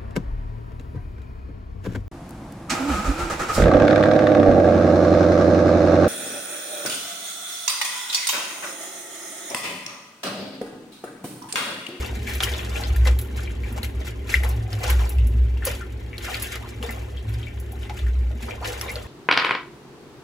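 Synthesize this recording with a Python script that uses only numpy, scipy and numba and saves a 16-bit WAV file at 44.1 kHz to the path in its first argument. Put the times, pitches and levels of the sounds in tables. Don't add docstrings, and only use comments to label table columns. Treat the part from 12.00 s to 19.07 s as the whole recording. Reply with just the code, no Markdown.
import sys
import numpy as np
from scipy import signal
from scipy.fft import rfft, irfft
from scipy.io import wavfile
from scipy.ndimage import uniform_filter1d
from numba import njit

SR = 44100
rng = np.random.default_rng(int(sys.argv[2]) if len(sys.argv) > 2 else 0)


def pcm_store(signal):
    levels = np.round(np.clip(np.atleast_2d(signal), -1, 1) * 32767)
    wavfile.write(sys.argv[1], SR, levels.astype(np.int16).T)


N = 311787
T = np.arange(N) / SR
FREQS = np.arange(N // 2 + 1) * SR / N


def amp(db):
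    return 10 ** (np.asarray(db) / 20)


def unit(x):
    return x / np.sqrt(np.mean(x ** 2))


def even(x, span_s):
    power = uniform_filter1d(np.mean(np.atleast_2d(x) ** 2, axis=0), max(int(span_s * SR), 2))
    return x / np.sqrt(np.abs(power) + 1e-12)


def shape(x, gain):
    return irfft(rfft(x) * gain, N)


def resonance(hz, width_hz):
    return 1 / (1 + 1j * (FREQS ** 2 - hz ** 2) / (FREQS * width_hz + 1e-9))


def noise(channels=2):
    return rng.standard_normal((channels, N))


def bursts(starts, db, fall_s):
    out = np.zeros(N)
    for at, size in zip(starts, amp(db)):
        i = int(at * SR)
        out[i:] += size * np.exp(-T[:N - i] / fall_s)
    return out


def surges(starts, db, rise_s, fall_s, hold_s=0):
    power = np.zeros(N)
    for at, size, fall, hold in np.broadcast(starts, amp(db), fall_s, hold_s):
        span = slice(max(int((at - 6 * rise_s) * SR), 0), int((at + hold + 6 * fall) * SR))
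        t = T[span] - at
        power[span] += (size * np.exp(np.minimum(t, 0) / rise_s - np.maximum(t - hold, 0) / fall)) ** 2
    return power


@njit
def ring(start, hz, size, cycles, glide, onset, lag, pan):
    out = np.zeros((2, N))
    for k in range(len(start)):
        life = cycles[k] / hz[k]
        for channel in range(2):
            side = 1 - 2 * channel
            arrival = start[k] - side * lag[k] / 2
            gain = size[k] * (1 + side * pan[k])
            for i in range(max(int(arrival * SR) + 1, 0), min(int((arrival + 5 * life) * SR), N)):
                t = i / SR - arrival
                turns = hz[k] * t * (1 + glide[k] * t / (10 * life))
                swell = 1 - np.exp(-(turns / onset) ** 2)
                out[channel, i] += gain * np.exp(-t / life) * swell * np.sin(2 * np.pi * turns)
    return out


def bubbles(start, hz, size, cycles, glide, onset, spread_s, left):
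    rise, delay, side = rng.uniform(-0.95, 1, (len(start), 3)).T
    lag_s = spread_s * delay
    pan = left + 0.053 * side
    return ring(start, hz, size, cycles + np.zeros(len(start)), glide * (1 + rise), onset, lag_s, pan)


# frequency in Hz, relative level in dB.
AIR_TONE = [(20, -31), (45, 16.5), (150, 1), (400, 5), (650, -10.5), (1200, -19.5), (2100, -14),
            (5500, -35), (12000, -39.5), (15000, -36)]
DRONE_PITCHES = [195.7, 220.4, 243.2, 281.6, 348, 373.3, 402]


def air_and_drone(air_db=-42, wide_hz=420, drone_db=-46.5, fade_db=-5):
    hz, db = np.transpose(AIR_TONE)
    colour = amp(np.interp(np.log(FREQS + 1), np.log(hz), db))
    mid, side = noise()
    width = FREQS / np.hypot(FREQS, wide_hz)
    air = shape(mid, colour) + np.array([[1], [-1]]) * shape(side, colour * width)
    drone = shape(noise() + 2 * noise(channels=1), sum(resonance(f, 6.4) ** 2 for f in DRONE_PITCHES))
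    fade = amp(fade_db * (T / T[-1] - .5))
    return (amp(air_db) * unit(air) + amp(drone_db) * unit(drone)) * fade


# start and length in seconds, low note and high note levels in dB.
RUMBLE_SWELLS = [(0.912, 0.21, -15.5, -32), (2.375, 0.17, -21, -38.5), (2.537, 0.26, -49, -27.5),
                 (2.916, 0.088, -15, -35.5), (3.17, 0.26, -15.5, -30), (5.29, 0.074, -34, -28),
                 (6.044, 0.26, -20.5, -47)]
# time in seconds, level in dB.
THROB_LEVELS = [(0, -29.5), (2.0, -28), (2.7, -41), (3.6, -29), (4.4, -38.5), (5.0, -32), (5.7, -31.5),
                (7.07, -38.5)]


def rumble(rise_s=0.028, fall_s=0.087, high_rest_db=-39, high_follow=0.41):
    start, length_s, low_db, high_db = np.transpose(RUMBLE_SWELLS)
    throb_db = np.interp(T, *np.transpose(THROB_LEVELS))
    low = even(shape(noise(channels=1), resonance(61.33, 4.85) ** 2), span_s=0.093)
    high = even(shape(noise(channels=1), resonance(106.77, 9.9) ** 2), span_s=0.22)
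    throb = even(shape(noise(channels=1), resonance(63.95, 10.6) ** 2), span_s=0.22)
    low_swell = np.sqrt(surges(start, low_db, rise_s, fall_s, length_s))
    high_swell = np.sqrt(surges(start, high_db, rise_s, fall_s, length_s))
    high_rest = amp(high_rest_db + high_follow * (throb_db - throb_db.mean()))
    return throb * amp(throb_db) + low * low_swell + high * np.hypot(high_swell, high_rest)


def knocks(hz=230.0, first_s=0.17, every_s=1.5445, gap_s=0.081, pair_db=(-30, -28)):
    first = np.arange(first_s, N / SR, every_s)
    start = np.concatenate([first, first + gap_s])
    size = np.repeat(amp(pair_db), len(first))
    pitch = np.full(len(start), hz)
    return bubbles(start, pitch, size, cycles=5.1, glide=0, onset=0.37, spread_s=0, left=0)


# start and length in seconds, relative level in dB, first and last pitch in Hz.
BUBBLE_RUNS = [(2.347, 0.013, -24, 2110, 3030), (2.598, .2, -40, 707, 740), (4.244, .06, -24.5, 2590, 1300),
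               (4.6, 0.08, -32.5, 656, 1460), (6.606, 0.044, -24.5, 586, 1530),
               (6.876, 0.037, -29, 2190, 2160)]


def gurgles(gain_db=-2, count=20, octaves=0.11):
    start, length_s, db, from_hz, to_hz = np.transpose(BUBBLE_RUNS)[:, :, None]
    when, detune = rng.uniform(0, 1, (2, len(BUBBLE_RUNS), count))
    along = (np.arange(count) + when) / count
    unrest = 1 + 2 * np.abs(np.log2(to_hz / from_hz))
    pitch = from_hz * (to_hz / from_hz) ** along * 2 ** (octaves * unrest * (2 * detune - 1))
    size = amp(db + gain_db) * np.sqrt(np.sin(np.pi * along))
    return bubbles((start + length_s * along).ravel(), pitch.ravel(), size.ravel(),
                   cycles=np.repeat(12 / unrest, count), glide=0.033, onset=0.93,
                   spread_s=0.000094, left=0)


# start in seconds, level in dB, pitch in Hz.
AIR_POCKETS = [(0.0464, -24, 2660), (0.275, -21.5, 2210), (0.473, -19, 1920), (0.538, -20, 3550),
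               (0.543, -35, 606), (0.5927, -22, 2530), (0.7577, -20, 2440), (0.797, -32, 824),
               (0.837, -19, 4280), (1.0552, -20.5, 1990), (1.062, -24, 540), (1.475, -26.5, 2340),
               (1.636, -26, 2190), (2.436, -29, 823), (2.838, -27, 715), (3.185, -29.5, 2730),
               (3.572, -34.5, 2750), (3.623, -26, 1770), (3.668, -20.5, 549), (3.81, -28.5, 1500),
               (4.1307, -27, 2220), (4.284, -31, 722), (4.343, -18, 2370), (4.522, -23, 2100),
               (4.83, -30.5, 460), (4.892, -23, 2010), (5.172, -30, 3200), (5.43, -29.5, 3120),
               (5.469, -28.5, 2270), (5.732, -37.5, 756), (5.831, -30, 2980), (5.897, -30.5, 834),
               (5.992, -31.5, 3400), (6.066, -31.5, 1790), (6.309, -36.5, 596), (6.509, -22, 2400),
               (6.68, -27.5, 474), (6.957, -28, 572)]


def gulps(count=20, shed_db=-9, shed_gap_s=0.00225, linger_s=0.031):
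    start, db, hz = np.transpose(AIR_POCKETS)[:, :, None]
    when, detune = rng.uniform(-0.995, 1, (2, len(AIR_POCKETS), count))
    shed = np.arange(count) > 0
    delay = shed * shed_gap_s * (np.arange(count) + when)
    octaves = np.sqrt(hz / 13000)
    pitch = hz * 2 ** (shed * octaves * detune)
    size = amp(db + shed * shed_db) * np.exp(-delay / linger_s)
    return bubbles((start + delay).ravel(), pitch.ravel(), size.ravel(), cycles=6.5,
                   glide=0.035, onset=0.46, spread_s=0.0001, left=0.24)


# start in seconds, relative level in dB.
DROPLET_TICKS = [(0.352, -35), (1.213, -36.5), (1.725, -45), (2.49, -38), (2.807, -52), (3.093, -33.5),
                 (3.27, -40.5), (3.6515, -23.5), (3.7815, -57), (4.4227, -27), (4.908, -38.5), (5.291, -50),
                 (5.6, -45), (5.72, -45), (6.915, -41)]


def spatter(start, db, tick_db=4, fallback_db=-10):
    hiss = unit(shape(noise(channels=1), resonance(11300, 3600)))
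    tick = bursts(start, db + tick_db, fall_s=0.0062)
    fallback = bursts(start, db + fallback_db, fall_s=0.042)
    return hiss * (tick + fallback)


# start in seconds, relative level in dB,
# bubble pitch in Hz, spatter in dB compared with that level.
SURFACE_HITS = [(0.405, -20, 3390, -35), (0.4352, -16.5, 2920, -12), (0.9615, -35, 1730, -4.5),
                (1.1888, -35, 3900, 2), (1.8308, -27, 4000, -8.5), (1.844, -35.5, 2320, -14),
                (2.2927, -32, 2410, -19), (2.341, -10, 1993, -26), (2.4349, -26.5, 1960, -11),
                (2.7299, -30.5, 5000, -19), (2.901, -26.5, 2140, -3), (4.1806, -29.5, 4140, -15.5),
                (4.3444, -26, 4300, -31), (4.8267, -30.5, 2900, -14), (6.812, -23, 5360, -12),
                (6.9566, -26, 4330, -24)]


def drops(plink_db=15.5, slap_db=-22, slap_growth=0.48):
    start, db, hz, spatter_db = np.transpose(SURFACE_HITS)
    plinks = bubbles(start, hz, amp(db + plink_db), cycles=3.27, glide=0.082, onset=1.99,
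                     spread_s=0.00009, left=0.26)
    slap = unit(shape(noise() + 2 * noise(channels=1), resonance(2500, 3400) ** 2))
    slap *= bursts(start, db * slap_growth + slap_db, fall_s=0.009)
    return plinks + slap + spatter(start, db + spatter_db)


# start in seconds, level in dB.
BELLY_LANDINGS = [(0.4038, -21.5), (1.072, -22.5), (2.8392, -27.5), (2.898, -25), (3.671, -27.5),
                  (4.556, -30.5), (5.896, -34), (6.646, -28), (6.811, -34.5)]


def belly_slaps(hz=1500, width_hz=2900, fall_s=0.01):
    smack = unit(shape(noise() + noise(channels=1), resonance(hz, width_hz) ** 2))
    return smack * bursts(*np.transpose(BELLY_LANDINGS), fall_s)


def cloud(per_s, hz, octaves, cycles, scatter_db, spread_s, left=0):
    count = int(per_s * N / SR)
    when, strength, detune, sustain = rng.uniform(0, 1, (count, 4)).T
    pitch = np.clip(hz * 2 ** (octaves * np.arcsin(2 * detune - 1)), 100, .45 * SR)
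    size = amp(-scatter_db * np.log(strength + .01)) * np.sqrt(pitch / hz)
    return bubbles(when * N / SR, pitch, size, cycles * 2 ** (2 * sustain - 1),
                   glide=0.086, onset=0.54, spread_s=spread_s, left=left)


def wavelets(per_s=38, range_db=9, fall_s=0.0088, calm=1.4):
    when, strength = rng.uniform(0, 1, (int(per_s * N / SR), 2)).T
    return even(calm + bursts(when * N / SR, range_db * strength, fall_s), span_s=0.086)


def churn(peak_s, db, settle_s, ripple_db, rise_s=0.024, ripple_db_per_s=-0.05):
    ripple = amp(ripple_db + ripple_db_per_s * T)
    return 10 * np.log10(surges(peak_s, db, rise_s, settle_s) + ripple ** 2)


# time of the peak in seconds, relative levels
# of the small and the large bubbles in dB, settling time in seconds.
FROG_KICKS = [(0.0, -36.5, -35.5, 0.12), (0.15, -46, -54, 0.55), (0.296, -32, -39, 0.063),
              (0.432, -30.5, -34, 0.074), (0.529, -39.5, -39.5, 0.4), (0.766, -36.5, -35, 0.12),
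              (1.077, -33, -35, 0.028), (1.376, -40.5, -43, 0.1), (1.67, -45, -44.5, 0.064),
              (1.783, -40.5, -34, 0.012), (1.839, -40, -43, 0.038), (2.015, -45.5, -43, 0.055),
              (2.08, -37, -48, 0.024), (2.304, -37, -37, 0.02), (2.332, -30, -41, 0.042),
              (2.443, -39, -35, 0.1), (2.72, -43, -45, 0.11), (2.837, -33, -31, 0.072),
              (2.898, -32, -32, 0.048), (3.005, -39, -34.5, 0.092), (3.673, -32, -37, 0.069),
              (4.248, -34, -39.5, 0.03), (4.305, -35, -38, 0.15), (4.439, -34, -47, 0.037),
              (4.53, -34.5, -49, 0.038), (4.68, -45, -49, 0.084), (4.84, -41, -36.5, 0.16),
              (5.3, -46.5, -51, 0.18), (5.82, -47.5, -49, 0.12), (5.975, -43, -50, 0.074),
              (6.431, -40, -42, 0.036), (6.49, -43.5, -35, 0.069), (6.66, -34, -34, 0.13),
              (6.839, -41.5, -37, 0.25)]


def paddling():
    peak_s, small_peak_db, large_peak_db, settle_s = np.transpose(FROG_KICKS)
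    small_db = churn(peak_s, small_peak_db, settle_s, ripple_db=-53.5)
    large_db = churn(peak_s, large_peak_db, settle_s, ripple_db=-52.5)
    large = cloud(per_s=800, hz=658.8, octaves=0.725, cycles=3.44, scatter_db=3.5, spread_s=0.00083)
    small = cloud(per_s=2800, hz=2243, octaves=0.6, cycles=10.6, scatter_db=3.5, spread_s=0.00016,
                  left=0.17)
    ringing = cloud(per_s=220, hz=2400, octaves=0.7, cycles=20, scatter_db=2.5, spread_s=0.0002)
    spray = cloud(per_s=12000, hz=7125, octaves=0.85, cycles=7.6, scatter_db=3.5, spread_s=0.00002)
    flung = even(spray, span_s=0.1) * wavelets(calm=0.95) + amp(-2.5) * unit(ringing)
    flung *= amp(1.207 * small_db + 5.0)
    slosh = even(large, span_s=0.067) * amp(large_db - 0.5)
    trickle = even(small, span_s=0.02) * wavelets() * amp(small_db - 1.17)
    return slosh + trickle + flung


def pool_walls(x, near_db=-6.5, near_s=0.036, far_db=-9.0, far_s=0.26, dull_hz=4230):
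    t = np.maximum(T - .003, 0)
    echoes = np.zeros((2, N))
    for db, fade_s in ((near_db, near_s), (far_db, far_s)):
        same_energy = np.sqrt(2 * np.log(1000) / (fade_s * SR))
        echoes += amp(db) * noise() * (t > 0) * amp(-60 * t / fade_s) * same_energy
    return x + shape(x, rfft(echoes) / (1 + 1j * FREQS / dull_hz))


def scene():
    splashes = paddling() + belly_slaps() + drops() + spatter(*np.transpose(DROPLET_TICKS))
    splashes += gulps() + gurgles()
    return pool_walls(splashes) + rumble() + knocks() + air_and_drone()


# frequency in Hz, phase gap in radians.
PHASE_GAPS = [(7600, 0), (8500, -3.0), (9400, -3.3), (10300, -6.1), (12100, -6.5), (12900, -9.2),
              (13800, -9.6), (14700, -12.5)]


def record(dry, top_hz=15500):
    hz, radians = np.transpose(PHASE_GAPS)
    turn = np.exp(.5j * np.interp(FREQS, hz, radians) * np.array([[1], [-1]]))
    treble_cut = signal.ellip(8, .2, 70, top_hz, fs=SR, output="sos")
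    return signal.sosfilt(treble_cut, shape(dry, turn))


dry = scene()
out = record(dry)
pcm_store(out)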